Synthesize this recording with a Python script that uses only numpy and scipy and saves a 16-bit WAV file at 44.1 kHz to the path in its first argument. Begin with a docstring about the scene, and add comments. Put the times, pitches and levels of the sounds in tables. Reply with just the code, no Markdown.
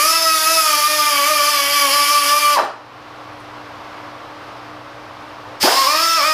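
"""Air grinder on rusty iron

A four-vane air grinder scours cast iron with a wire wheel at the open door of a workshop. Air puffs from
the vanes whine and hiss, the wires scratch and squeal, and the pitch sags under hand pressure. The
throttle is let go, the wheel stalls against the work, and three seconds later it spins up again.
A shop fan and mains hum fill the pause."""
import sys
import numpy as np
from scipy import signal
from scipy.fft import rfft, irfft, next_fast_len
from scipy.io import wavfile
from scipy.ndimage import uniform_filter1d, map_coordinates

SR = 44100
rng = np.random.default_rng(int(sys.argv[2]) if len(sys.argv) > 2 else 0)


def transcribe(signal):
    """Save signal, clipped to [-1, 1], as a 16-bit WAV file at the path in sys.argv[1]."""
    frames = np.atleast_2d(signal).T
    limited = np.clip(frames, -1, 1)
    pcm = np.round(limited * 32767).astype(np.int16)
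    wavfile.write(sys.argv[1], SR, pcm)


N = 279153
TIME = np.arange(N) / SR
RELEASE_AT_S, SHUT_S, SQUEEZE_AT_S, OPEN_S = 2.542, 0.031, 5.594, 0.028   # the throttle valve
STALL_AT_S, STALL_S, START_AT_S, RUN_UP_S = 2.536, .13, 5.622, .135   # the wheel


def from_db(db):
    """Decibels to gain."""
    return 10 ** (np.asarray(db) / 20)


def rms_one(x):
    """Scale to unit power."""
    return x / np.sqrt(np.mean(x ** 2) + 1e-20)


def ramp(start_s, length_s):
    """Rise evenly from zero to one."""
    return np.clip((TIME - start_s) / length_s, 0, 1)


def in_time(rows):
    """Each column of an automation curve at every sample."""
    times, *columns = np.transpose(rows)
    return [np.interp(TIME, times, column) for column in columns]


def at_hz(points, hz):
    """Read a table on a log-frequency axis."""
    table = np.array(points)
    return np.interp(np.log(hz + 1), np.log(table[:, 0]), table[:, 1])


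def colour(x, spectrum):
    """Shape a sound with an EQ curve; unit power."""
    size = next_fast_len(N)
    gains = from_db(at_hz(spectrum, np.fft.rfftfreq(size, 1 / SR)))
    return rms_one(irfft(rfft(x, size) * gains, size)[:N])


def high_pass(x, hz):
    """Take out the bass, steeply."""
    return signal.sosfilt(signal.butter(4, hz, "high", fs=SR, output="sos"), x)


def drift(rate_hz):
    """Smooth random wander with a spread of one."""
    pole = np.exp(-80 * np.pi * rate_hz / SR)
    noise = rng.standard_normal(N // 40 + 2002)
    slow = signal.lfilter([1], [1, -2 * pole, pole * pole], noise)[2000:]
    return np.interp(np.arange(N) / 40, np.arange(len(slow)), rms_one(slow))


def ring(force, hz, t60):
    """One mode: a unit click starts a decaying sine of height one."""
    decay, angle = from_db(-60 / (t60 * SR)), 2 * np.pi * hz / SR
    return signal.lfilter([0, np.sin(angle)], [1, -2 * decay * np.cos(angle), decay ** 2], force + 1e-18)


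def clicks(per_s, spread_db):
    """Random impacts of uneven strength and sign."""
    sizes = from_db(spread_db * np.clip(rng.standard_normal(N), -2, 2)) * rng.choice([-1, 1], N)
    return sizes * (rng.random(N) < per_s / SR)


def turn_pattern(turns, wear_turns, size=256):
    """Fine texture that comes back on every turn and slowly changes."""
    pattern = rng.standard_normal((N // 100, size))
    pattern = signal.lfilter([1], [1, -np.exp(-1 / wear_turns)], pattern, axis=0)[100:]
    return rms_one(map_coordinates(pattern.ravel(), [turns * size], order=1, mode="wrap"))


def tones(orders, turns, shake, flutter_db):
    """Multiples of the turning rate; a shake of the rotor smears the high ones most."""
    out = np.zeros(N)
    for order, level_db in orders:
        gain = from_db(level_db + flutter_db * drift(9.9))
        out += gain * np.sin(2 * np.pi * (round(order) * (turns + shake) + rng.random()))
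    return out


# Decay of the workshop reverb: frequency_hz, t60_s
ROOM_DECAY = [(100, 0.34), (800, 0.41), (4000, 0.45), (15000, 0.17)]
def workshop(x, wet_db, gap_s):
    """Direct sound and a diffuse tail whose treble dies first."""
    t = TIME[:SR]
    edges = np.geomspace(100, 16000, 9)
    tail = np.zeros(SR)
    for low, high in zip(edges, edges[1:]):
        band_pass = signal.butter(2, [low, high], "band", fs=SR, output="sos")
        band = signal.sosfilt(band_pass, rng.standard_normal(SR))
        tail += band * from_db(-60 * t / at_hz(ROOM_DECAY, np.sqrt(low * high)))
    tail *= np.clip(t / gap_s - 1, 0, 1)
    return x + from_db(wet_db) * signal.fftconvolve(x, tail / np.linalg.norm(tail))[:N]


# EQ of the fan's airy bed: frequency_hz, gain_db
FAN_EQ = [(25, -18), (42, -16), (58, -16), (75, -26), (97, 0), (125, -9), (190, -12.5), (400, -6.5),
          (700, -2), (1130, 0.5), (1650, -8), (5200, -21), (7500, -34.5), (15500, -41.5)]
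# Mains hum and fan tones: pitch_hz, level_db
HUM_TONES = [(60, -62.5), (119.8, -51), (240, -60.5), (300.5, -46), (340.5, -64), (454, -62.5),
             (515, -57.5), (570, -50.5), (682.6, -50), (1135, -51.5)]
def shop_fan(air_db, hum_db, waver_db):
    """Steady rush of air with slightly wavering tones."""
    air = colour(rng.standard_normal(N), FAN_EQ) * from_db(air_db + 0.67 * drift(1.9))
    hum = np.zeros(N)
    for hz, level_db in HUM_TONES:
        gain = from_db(level_db + waver_db * drift(4.9))
        hum += gain * np.sin(2 * np.pi * hz * TIME + 0.7 * drift(2.3))
    return air + from_db(hum_db) * hum


# Soft brushes in the pause: peak_s, half_width_s, level_db
WHEEL_SCUFFS = [(3.335, .008, -65), (3.405, .005, -59), (3.42, .05, -67), (4.44, .006, -62)]
def scuffs(hz):
    """Wires flick over the casting as the still wheel is shifted."""
    swell = sum(from_db(level_db) * np.exp(-((TIME - peak_s) / half_width_s) ** 2)
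                for peak_s, half_width_s, level_db in WHEEL_SCUFFS)
    return swell * rms_one(ring(clicks(3000, spread_db=4), hz, t60=.002))


def hose_kick(vane_hz, hz, t60, level_db):
    """The hose jerks when the rotor breaks free and the air starts to flow."""
    flowing = np.clip(vane_hz / 150, 0, 1)
    surge = np.maximum(np.diff(flowing, prepend=flowing[0]), 0)
    thump = high_pass(ring(surge, hz, t60), hz=65.05)
    return from_db(level_db) * thump / (np.abs(thump).max() + 1e-12)


# Ring of the iron: pitch_hz, level_db, t60_s
IRON_MODES = [(581, 0.5, 0.052), (814, 4, 0.087), (954, -1.5, 0.19), (1506, -8, 0.26), (1750, -12, 0.27),
              (3195, -19, .15), (3990, -19, 0.27)]
# Knocks as the wheel catches on stopping and starting: start_s, level_db
WHEEL_CATCHES = [(2.571, -10), (2.588, -3.5), (2.597, -11), (2.622, -28), (2.65, -16.5), (5.631, -16),
                 (5.638, -9), (5.647, -19)]
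def casting(scratch, scratch_db, catch_db, crack_db, crack_s):
    """Scratching keeps the iron ringing; each catch of the wheel strikes it with a short, dull crack."""
    knocks = np.zeros(N)
    for start_s, level_db in WHEEL_CATCHES:
        knocks[round(start_s * SR)] = from_db(level_db)
    force = from_db(scratch_db) * scratch + from_db(catch_db) * knocks
    modes = sum(from_db(level_db) * ring(force, hz, t60) * (-1) ** k
                for k, (hz, level_db, t60) in enumerate(IRON_MODES))
    grit = colour(rng.standard_normal(N), [(300, 10), (900, 6), (1900, -1.5), (4000, -11), (15000, -41)])
    crack = signal.lfilter([1], [1, -np.exp(-1 / (crack_s * SR))], knocks + 1e-18) * grit
    return high_pass(modes + from_db(crack_db) * crack, hz=340)


# Buzzy resonances of the ribs: pitch_hz, level_db, t60_s
RIB_MODES = [(2450, -24, 0.02), (3074, 5.5, 0.012), (3223, 2, 0.018)]
def rib_rasp(strikes, load):
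    """The casting's ribs buzz under the wires, louder with hand pressure."""
    buzz = sum(from_db(level_db) * ring(strikes, hz, t60) for hz, level_db, t60 in RIB_MODES)
    return from_db(-51.5 + 20.6 * load) * rms_one(buzz)


# Brief, thin squeals: start_s, end_s, pitch_hz, level_db
WIRE_SQUEALS = [(0.049, 0.197, 10710, -28), (.2, 0.423, 10440, -33), (0.41, 0.679, 10440, -32),
                (.76, 1.12, 9640, -37), (1.519, 1.85, 11900, -34), (1.849, 2.309, 10930, -30.5),
                (2.081, 2.519, 9490, -35), (5.98, 6.14, 10630, -43)]
def squeals(t60):
    """Wire tips stick and slip in a narrow, rough whistle."""
    out = np.zeros(N)
    for start_s, end_s, hz, level_db in WIRE_SQUEALS:
        swell = np.clip(np.minimum(TIME - start_s, end_s - TIME) / 0.029, 0, 1)
        out += from_db(level_db) * swell * rms_one(ring(rng.standard_normal(N), hz, t60))
    return out


# Bright EQ of wire tips on iron: frequency_hz, gain_db
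WIRE_EQ = [(200, -36), (500, -16), (1500, -2.5), (2400, -1.5), (3200, -9.5), (3800, -14.5), (4700, 6.5),
           (6400, 6.5), (8700, -4), (9200, 5), (10600, 7.5), (12800, 3), (15500, -5.5)]
def wire_wheel(turns, repeat_share, strikes_per_s, tuft_db):
    """The same wires strike on every turn, slowly bending into a new pattern; rust adds random hits."""
    bite = from_db(tuft_db * np.cos(2 * np.pi * turns) + drift(67))   # lopsided: hardest once a turn
    wires = np.sqrt(repeat_share) * turn_pattern(turns, wear_turns=18.0)
    rust = np.sqrt(1 - repeat_share) * rms_one(clicks(strikes_per_s, spread_db=1.0))
    return colour(high_pass((wires + rust) * bite, hz=180), WIRE_EQ)


# EQ of the exhaust hiss: frequency_hz, gain_db
JET_EQ = [(150, -36), (400, -36), (750, -21), (1100, -15.5), (1900, -10), (3100, -9.5), (4050, -11),
          (4500, -5), (4900, -1), (5300, -3), (5750, -9.5), (6600, -13.5), (8500, -16.5), (11000, -16.5),
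          (15500, -19)]
def exhaust(turns, spin, pulsing, repeat_share):
    """The jet hisses harder on every vane puff; at speed part of it screams in step with the rotor."""
    share = repeat_share * spin ** 2
    scream = np.sqrt(share) * turn_pattern(turns, wear_turns=15.0)
    hiss = np.sqrt(1 - share) * rng.standard_normal(N)
    return colour((scream + hiss) * np.exp(pulsing * np.cos(8 * np.pi * turns)), JET_EQ)


def port_whistle(turns, hz, t60, level_db):
    """The fourth and fifth harmonics of the puffs sing as they cross the exhaust port's resonance."""
    overtones = tones([(16, 0), (20, -2)], turns, .002 * drift(120), flutter_db=2.5)
    return from_db(level_db) * rms_one(ring(overtones, hz, t60))


def chug(turns, vane_hz, slow_hz, rough):
    """A slow motor lets out separate, uneven puffs; at speed they melt into the whine."""
    puffs = np.maximum(np.cos(8 * np.pi * turns), 0) ** 2 * (1 + rough * drift(240))
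    slowness = np.clip(3 * (1 - vane_hz / slow_hz), 0, 1) * np.clip(vane_hz / 700, 0, 1)
    for edge_hz, kind in ((503, "high"), (285, "high"), (1700, "low")):
        puffs = signal.sosfilt(signal.butter(2, edge_hz, kind, fs=SR, output="sos"), puffs)
    return puffs * slowness


# Throb of the unequal vanes: cycles_per_turn, level_db
THROB_TONES = [(1, -9.5), (2, 1), (3, -5.5), (5, -11.5), (6, -4)]
# Overtones that give the puffs their edge: cycles_per_turn, level_db
BITE_TONES = [(8, -1), (10, -19.5), (11, -10), (12, -12.5), (15, -11.5), (16, -11), (17, -10)]
def whine(turns, vane_hz, throttle, load, whine_db, throb_db, shake_turns, shudder, waver_db):
    """Four puffs a turn give the main tone and its overtones; unequal vanes add the other multiples."""
    labouring = np.clip((1290 - vane_hz) / 350, .2, 1)   # a slow or loaded rotor runs roughly
    shake = shake_turns * labouring * drift(100)
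    # the first puffs of the restart get the full pressure of the hose
    surge_db = 11 * np.exp(-((TIME - START_AT_S - 0.023) / 0.015) ** 2)
    main = from_db(whine_db + surge_db + waver_db * drift(18.4)) * np.sin(8 * np.pi * (turns + shake))
    main *= 1 + shudder * labouring * drift(83)
    throb = from_db(throb_db) * tones(THROB_TONES, turns, shake, flutter_db=2.0)
    bite = tones(BITE_TONES, turns, shake + 0.0044 * drift(120), flutter_db=3.0)
    bite *= from_db(-28.5 + 3.1 * load)
    # overtones need pressure and speed; after the run-up they grow back in
    speed = np.clip(vane_hz / 1100, 0, 1)
    regrowth = ramp(START_AT_S + RUN_UP_S, length_s=0.12)
    settled = np.where(TIME < START_AT_S, speed ** 3 * np.maximum(throttle, .35), regrowth)
    return main + throb * speed * np.maximum(throttle, .2) + bite * settled


# Pitch curve of the vane puffs in each burst: time_s, pitch_hz
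FIRST_PITCH = [(0.0, 1165), (0.07, 1275), (0.13, 1320), (0.42, 1256), (0.48, 1298), (0.55, 1304),
               (0.75, 1183), (0.92, 1218), (1.08, 1186), (1.16, 1140), (1.23, 1137), (1.3, 1230),
               (1.41, 1158), (1.5, 1195), (1.61, 1114), (1.72, 1150), (1.76, 1161), (1.91, 1098),
               (1.94, 1158), (2.07, 1151), (2.12, 1184), (2.23, 1145), (2.38, 1185), (2.53, 1168)]
SECOND_PITCH = [(5.77, 1082), (5.818, 1088), (5.85, 1039), (5.89, 1174), (6.024, 1329), (6.162, 1320),
                (6.216, 1118), (6.27, 1243)]
def rotor(free_hz, full_sag_hz, wobble):
    """Vane rate and load: pressure drags the speed down; the rotor stalls, then runs up again."""
    working_hz, = in_time(list(FIRST_PITCH) + list(SECOND_PITCH))
    run_down = np.cos(np.pi / 2 * ramp(STALL_AT_S, STALL_S)) ** 2
    run_up = np.sin(np.pi / 2 * ramp(START_AT_S, RUN_UP_S))
    grip = 1 + wobble * drift(24.92)   # the grip of the wires shakes the speed
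    load = np.clip((free_hz - working_hz) / full_sag_hz, 0, 1)
    return working_hz * (run_down + run_up) * grip, load


# Fader moves in each burst: time_s, whine_db, throb_db, exhaust_db, scratch_db
FIRST_FADERS = [(0.02, -13.5, -28, -21, -19.5), (0.17, -21, -28, -24, -25.5),
                (0.38, -16, -29.5, -23.5, -23.5), (0.56, -18, -26.5, -22, -21.5), (0.6, -14, -30, -22, -21),
                (0.98, -18, -27, -25.5, -24.5), (1.52, -15, -28, -23, -23.5),
                (1.69, -29.5, -31, -28, -26.5), (1.77, -13.5, -28.5, -23, -22.5),
                (1.84, -17, -27, -24, -22), (2.21, -13, -29, -20.5, -27),
                (2.26, -13.5, -24.5, -20.5, -23.5), (2.44, -11, -33, -27.5, -24.5),
                (2.53, -16.5, -26.5, -24, -24.5)]
SECOND_FADERS = [(5.66, -23, -17, -19, -23.5), (5.682, -16, -27, -22, -28), (5.736, -18.5, -27, -19, -32),
                 (5.796, -12, -27, -19, -31), (5.992, -17.5, -25.5, -21.5, -35),
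                 (6.3, -15, -27.5, -23.5, -37)]
def grinder(vane_hz, load):
    """Speed and throttle drive motor, exhaust and wires together, all sounding in the workshop."""
    throttle = 1 - ramp(RELEASE_AT_S, SHUT_S) + ramp(SQUEEZE_AT_S, OPEN_S) ** 2
    whine_db, throb_db, exhaust_db, scratch_db = in_time(list(FIRST_FADERS) + list(SECOND_FADERS))
    turns = np.cumsum(vane_hz) / (4 * SR)
    spin = np.clip(vane_hz / 1000, 0, 1)

    # with the air shut off the tone fades quickly as the rotor slows
    drive = throttle * spin ** .3 + (1 - throttle) * 1.7 * spin ** 1.45
    motor = drive * whine(turns, vane_hz, throttle, load, whine_db - 0.5, throb_db - 1.0,
                          shake_turns=0.0088, shudder=0.29, waver_db=1.12)
    stumble = .026 * throttle * drift(166)   # under pressure, slow vanes seal unevenly
    motor += from_db(-4.5) * chug(turns + stumble, vane_hz, slow_hz=1150, rough=0.63)
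    motor += throttle * port_whistle(turns, hz=5220, t60=.007, level_db=-33)
    motor = high_pass(motor, hz=247)   # the small port gives off little bass
    airflow = throttle * from_db(exhaust_db - 0.5 + 0.58 * drift(13.4))
    air = airflow * exhaust(turns, spin, pulsing=0.42, repeat_share=0.68)

    # the wires bear more lightly once the first grab of the restart is over
    lighter_db = -7.5 * ramp(START_AT_S + 0.071, length_s=0.071)
    pressure = np.maximum(throttle, .1) * spin ** .6 * from_db(lighter_db)
    strikes = pressure * wire_wheel(turns, repeat_share=0.25, strikes_per_s=6000, tuft_db=2.5)
    scratch = from_db(scratch_db - 0.5) * strikes
    rasp = throttle * rib_rasp(strikes, load)
    iron = casting(scratch, scratch_db=-53.0, catch_db=-14, crack_db=-8, crack_s=0.0039)

    motor_in_room = workshop(motor, wet_db=-6.5, gap_s=0.0097)
    scouring = air + scratch + rasp + iron + squeals(t60=0.0076)
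    return motor_in_room + workshop(scouring, wet_db=-6.5, gap_s=0.006)


def scene():
    """The grinder up front over the fan and small handling sounds, the same in both channels."""
    vane_hz, load = rotor(free_hz=1330, full_sag_hz=170, wobble=.003)
    mono = from_db(8.5) * grinder(vane_hz, load) + shop_fan(air_db=-35.0, hum_db=2.0, waver_db=2.0)
    mono += scuffs(hz=9700) + hose_kick(vane_hz, hz=86.84, t60=.22, level_db=-29.5)
    return np.array([mono, mono])


def gain_control(x, threshold_db, slope, release_db_per_s):
    """Loud sound turns the gain down quickly; it creeps back afterwards."""
    level_db = 10 * np.log10(np.maximum(uniform_filter1d(x[0] ** 2, size=600), 1e-12))
    cut_db = slope * np.maximum(level_db - threshold_db, 0)
    held_db = np.maximum.accumulate(cut_db + release_db_per_s * TIME) - release_db_per_s * TIME
    smooth = np.exp(-1 / (0.022 * SR))
    eased_db, _ = signal.lfilter([1 - smooth], [1, -smooth], held_db, zi=[held_db[0]])
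    return x * from_db(-eased_db)


def record(dry):
    """Gain control, rounded peaks and a steep top cut."""
    levelled = gain_control(dry, threshold_db=-23, slope=0.45, release_db_per_s=15.5)
    rounded = 2 * np.tanh(levelled / 2)
    return signal.sosfilt(signal.ellip(12, .1, 80, 15350, fs=SR, output="sos"), rounded)


dry = scene()
out = record(dry)
transcribe(out)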